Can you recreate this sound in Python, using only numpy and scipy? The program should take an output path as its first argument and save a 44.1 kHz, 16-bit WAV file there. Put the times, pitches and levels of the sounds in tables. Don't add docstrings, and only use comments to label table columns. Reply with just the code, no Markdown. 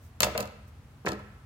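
import sys
import numpy as np
from scipy import signal
from scipy.fft import rfft, irfft
from scipy.io import wavfile

SR = 44100
rng = np.random.default_rng(int(sys.argv[2]) if len(sys.argv) > 2 else 0)


def store_pcm(level_fs):
    pcm = np.round(np.clip(level_fs, -1, 1) * 32767).astype(np.int16)
    wavfile.write(sys.argv[1], SR, np.atleast_2d(pcm).T)


N = 63945
T = np.arange(N) / SR
FREQS = np.fft.rfftfreq(N, 1 / SR)
NEAR_ALIKE_HZ, ROOM_ALIKE_HZ = 1600, 900


def undb(db):
    return 10 ** (np.asarray(db) / 20)


def unit(x):
    return x / np.sqrt(np.sum(x ** 2, axis=-1, keepdims=True))


def lookup(table, hz, column=1):
    rows = np.array(table, float)
    return np.interp(np.log(np.maximum(hz, 1)), np.log(rows[:, 0]), rows[:, column])


def stereo_spectrum(alike_hz):
    mid, side = rfft(rng.standard_normal((2, N)))
    alike = 1 / (1 + (FREQS / alike_hz) ** 2)
    return mid * np.sqrt(1 + alike) + side * np.sqrt(1 - alike) * np.array([[1], [-1]])


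def steady_noise(colour, alike_hz):
    spectrum = stereo_spectrum(alike_hz) * undb(lookup(colour, FREQS))
    return unit(irfft(spectrum, N)) * np.sqrt(N)


def dense_rings(bands, alike_hz, count, size, swell_cycles=0.52):
    spectrum, bursts = stereo_spectrum(alike_hz), 0
    half_band = 2 ** (1 / 8)
    for hz in 50 * 2 ** (np.arange(35) / 4):
        inside = (FREQS >= hz / half_band) & (FREQS < hz * half_band)
        band = irfft(spectrum * inside, N)[:, :count * size].reshape(2, count, size)
        swell = 1 - np.exp(-T[:size] * hz / swell_cycles)
        fade = undb(-60 * T[:size] / lookup(bands, hz, column=2))
        gain = undb(lookup(bands, hz)) * np.sqrt(inside.mean())
        bursts = bursts + gain * unit(band * swell * fade)
    return bursts.transpose(1, 0, 2)


def ring(modes, size=22000, scatter_db=1):
    hz, db, t60 = np.array(modes, float).T[:, :, None]
    waves = unit(np.sin(2 * np.pi * hz * T[:size]) * undb(-60 * T[:size] / t60))
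    signs = (-1) ** np.arange(len(hz))[:, None]
    strengths = undb(db + scatter_db * rng.standard_normal(hz.shape))
    return np.sum(signs * waves * strengths, axis=0)


def tail(sound, bands, alike_hz, build_s):
    response = dense_rings(bands, alike_hz, count=1, size=N)[0] * (1 - np.exp(-T / build_s))
    return signal.fftconvolve(sound, response, axes=1)[:, :N]


def ventilation_and_hum():
    # frequency in Hz, relative level in dB per Hz.
    air_colour = [(22, -11), (40, -4), (62, 4), (95, 4.5), (135, 0.5), (165, -10.5), (230, -10), (340, -19),
                  (500, -21), (1100, -21.5), (2500, -29), (5000, -36), (10500, -40), (15000, -43.5)]
    # frequency in Hz, RMS level in dB.
    tones = [(119.8, -75.5), (91, -71), (456, -78)]
    hum = sum(undb(db) * np.sqrt(2) * np.sin(2 * np.pi * (hz * T + rng.random())) for hz, db in tones)
    return undb(-49.5) * steady_noise(air_colour, ROOM_ALIKE_HZ) + hum


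def fingers():
    # centre in seconds, length in seconds, level in dB.
    brushes = [(0.053, 0.082, -62.5), (0.684, 0.029, -64.5)]
    # frequency in Hz, relative level in dB per Hz.
    colour = [(500, -20), (2500, -14), (6000, 0), (10500, -5.5), (14500, -0.5)]
    swell = sum(undb(db) * np.exp(-(2 * (T - at_s) / length_s) ** 2) for at_s, length_s, db in brushes)
    return swell * steady_noise(colour, NEAR_ALIKE_HZ)


def bench_contacts(hits, clack, modes, clack_db, left_lag_s, snaps=False):
    # frequency in Hz, level in dB, T60 in seconds.
    bench_modes = [(67.3, -9, 0.43), (120, -8, 0.28), (207.5, -6, 0.27), (309.5, -22.5, 0.22),
                   (413, -15, 0.4), (469.8, -12.5, 0.33), (530, -9, .12), (569.3, -6.5, .11),
                   (613.3, -5.5, 0.11), (739, -11, 0.096), (872, -15, 0.22), (1006, -8, 0.15),
                   (1309, -12.5, 0.18), (1481, -22.5, 0.2)]
    out = np.zeros((2, N))
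    bursts = dense_rings(clack, NEAR_ALIKE_HZ, count=len(hits), size=3000)
    snap_hz, snap_db = 6000, -5
    snap = unit(np.cos(2 * np.pi * snap_hz * T) * np.exp(-2 * snap_hz * T))
    for (start_s, db, edge_hz, push_db, pan_db), burst in zip(hits, bursts):
        ringing = undb(push_db) * ring(bench_modes) + undb(db) * ring(modes)
        hit = np.tile(ringing, (2, 1))
        hit[:, :burst.shape[1]] += undb(db + clack_db) * unit(burst)
        if snaps:
            hit += undb(db + snap_db) * snap[:len(ringing)]
        softness = signal.butter(2, edge_hz, fs=SR, output="sos")
        pan = undb(np.array([[pan_db], [-pan_db]]) / 2)
        hit = pan * signal.sosfilt(softness, hit)
        start = round(start_s * SR)
        out[:, start:start + len(ringing)] += hit[:, :N - start]
    out[0] = np.roll(out[0], round(left_lag_s * SR))
    return out


def scissor_taps():
    # start in seconds, level in dB, treble edge in Hz, push on the bench in dB,
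    # left minus right in dB.
    taps = [(.2046, 1, 16900, -4, 1.5), (.2214, -9.5, 15700, -8, -8), (.2290, -14, 10200, -33, 15),
            (.2311, -3.5, 10400, -9, 4), (.2445, -8, 15100, -2.5, -2), (.2495, -39, 10100, -29, 6),
            (.3772, -7, 14500, -4, 0.5), (.4008, -20, 7800, -5.5, -2.5), (.4052, -12.5, 14000, -24, -6),
            (.4270, -18.5, 9100, -10.5, -0.5), (.4312, -47, 9200, -11, 2),
            (.4557, -32, 11400, -27.5, -13.5), (.4745, -28.5, 9000, -57, -2), (1.0585, -22, 13700, -48, -3),
            (1.0830, -14.5, 9000, -5, 1.5), (1.0886, -12, 9400, -19, 0), (1.1190, -15.5, 7500, -16.5, 1),
            (1.1315, -27, 9150, -24, -5), (1.1925, -41.5, 12100, -26, -10)]
    # frequency in Hz, level in dB per Hz, T60 in seconds.
    clack = [(100, -10, 0.074), (380, -2, 0.052), (600, -4, 0.048), (845, -15.5, .04), (1200, 15.5, 0.012),
             (1650, 8.5, 0.032), (2585, 7.5, 0.037), (4500, 11, 0.019), (5420, 4, 0.015), (7130, 7, 0.013),
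             (10650, 0.5, 0.024), (14260, 9.5, 0.015), (16600, 4.5, 0.012)]
    # frequency in Hz, level in dB, T60 in seconds.
    modes = [(568, -7.5, 0.066), (1217, -9.5, 0.072), (2077, -11, 0.07), (2620, -6.5, 0.024),
             (2960, -16, 0.033), (4217, -9.5, 0.022), (7210, -11, 0.013), (9300, -13, 0.02),
             (13000, -11, .016)]
    return bench_contacts(taps, clack, modes, clack_db=2.5, left_lag_s=0.00025, snaps=True)


def sheet_shimmer(near):
    # frequency in Hz, level in dB per Hz, T60 in seconds.
    bands = [(100, -25, 0.11), (250, -4, 0.41), (550, -9.5, 0.21), (1400, -1.5, .15), (2700, -3.5, 0.11),
             (4540, -6, .13), (8000, -4, 0.075), (16000, -3, 0.15)]
    return tail(near, bands, alike_hz=1487, build_s=0.015)


def room_reverb(near):
    # frequency in Hz, level in dB per Hz, T60 in seconds.
    bands = [(100, -30, .4), (250, -1.5, .4), (610, -11, 0.59), (1370, -6, 0.74), (2640, -8.5, .75),
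             (4400, -14, .65), (7950, -18, 0.55), (16000, -16.5, .35)]
    return tail(near, bands, ROOM_ALIKE_HZ, build_s=0.036)


def handle_slaps():
    # start in seconds, level in dB, treble edge in Hz, push on the bench in dB,
    # left minus right in dB.
    slaps = [(.2311, 1.5, 10000, -21, 4), (.2335, -8.5, 6890, -22.5, -19.5)]
    # frequency in Hz, level in dB per Hz, T60 in seconds.
    clack = [(100, -12, 0.071), (597, -1.5, .05), (950, -0.5, 0.053), (2000, 1, 0.039), (3500, 1.5, 0.0095),
             (7000, -1, 0.048), (11000, -5.5, .015), (15700, -19, .015)]
    # frequency in Hz, level in dB, T60 in seconds.
    modes = [(893, -8, 0.045), (1417, -16.5, 0.032), (1712, -16.5, 0.027), (2660, -7.5, 0.047),
             (2717, -5.5, .045), (3535, -4, 0.039), (6074, -15.5, 0.028)]
    return bench_contacts(slaps, clack, modes, clack_db=4.5, left_lag_s=0.00013)


def handle_bumps():
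    # start in seconds, level in dB, treble edge in Hz, push on the bench in dB,
    # left minus right in dB.
    bumps = [(.2660, -1.5, 1330, -6, -2), (.2805, -7, 1300, -9.5, -5), (.3495, -3, 1420, -15, 4.5),
             (.3545, -5.5, 1350, -18, -5.5), (.3895, -2.5, 1000, -22, 2)]
    # frequency in Hz, level in dB per Hz, T60 in seconds.
    clack = [(100, -5, 0.02), (330, -7, 0.062), (444, 5, 0.11), (650, 4.5, 0.091), (810, -8, 0.12),
             (1470, -3.5, 0.05), (3050, -6, 0.028), (9000, -16.5, .02)]
    # frequency in Hz, level in dB, T60 in seconds.
    modes = [(499, -10.5, .05), (608, -5.5, 0.06), (659, -4.5, .055), (769, -15, 0.076)]
    return bench_contacts(bumps, clack, modes, clack_db=0.5, left_lag_s=0.00006)


def tape_roll():
    # start in seconds, level in dB, treble edge in Hz, push on the bench in dB,
    # left minus right in dB.
    knocks = [(1.0483, -7, 570, -26, -1), (1.0631, -5.5, 7100, -27, 1.5), (1.0706, -0.5, 2260, -7.5, -1.5),
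              (1.0905, -6, 660, -11, 1), (1.1215, -6.5, 550, -9, -0.5)]
    # frequency in Hz, level in dB per Hz, T60 in seconds.
    clack = [(90, 0, 0.051), (210, -6, .07), (440, 7.5, 0.056), (683, -1, 0.031), (1340, 2, 0.027),
             (2500, -7, 0.012), (3440, -10, 0.072), (7060, -10.5, 0.06), (15000, -29, 0.03)]
    # frequency in Hz, level in dB, T60 in seconds.
    modes = [(203.2, -4, 0.36), (414, -14.5, 0.042), (508, -11.5, 0.032), (1325, -6.5, 0.076),
             (1323, -6.5, 0.023), (1731, -11, 0.034), (1926, -7.5, 0.11), (2504, -7, 0.025)]
    return bench_contacts(knocks, clack, modes, clack_db=2.5, left_lag_s=0.00017)


def scene():
    near = scissor_taps() + handle_slaps() + handle_bumps() + tape_roll()
    return near + sheet_shimmer(near) + room_reverb(near) + fingers() + ventilation_and_hum()


def record(dry):
    low_cut = signal.butter(3, 50, "highpass", fs=SR, output="sos")
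    high_cut = signal.ellip(8, 0.2, 80, 15900, fs=SR, output="sos")
    return signal.sosfilt(high_cut, signal.sosfilt(low_cut, dry))


dry = scene()
out = record(dry)
store_pcm(out)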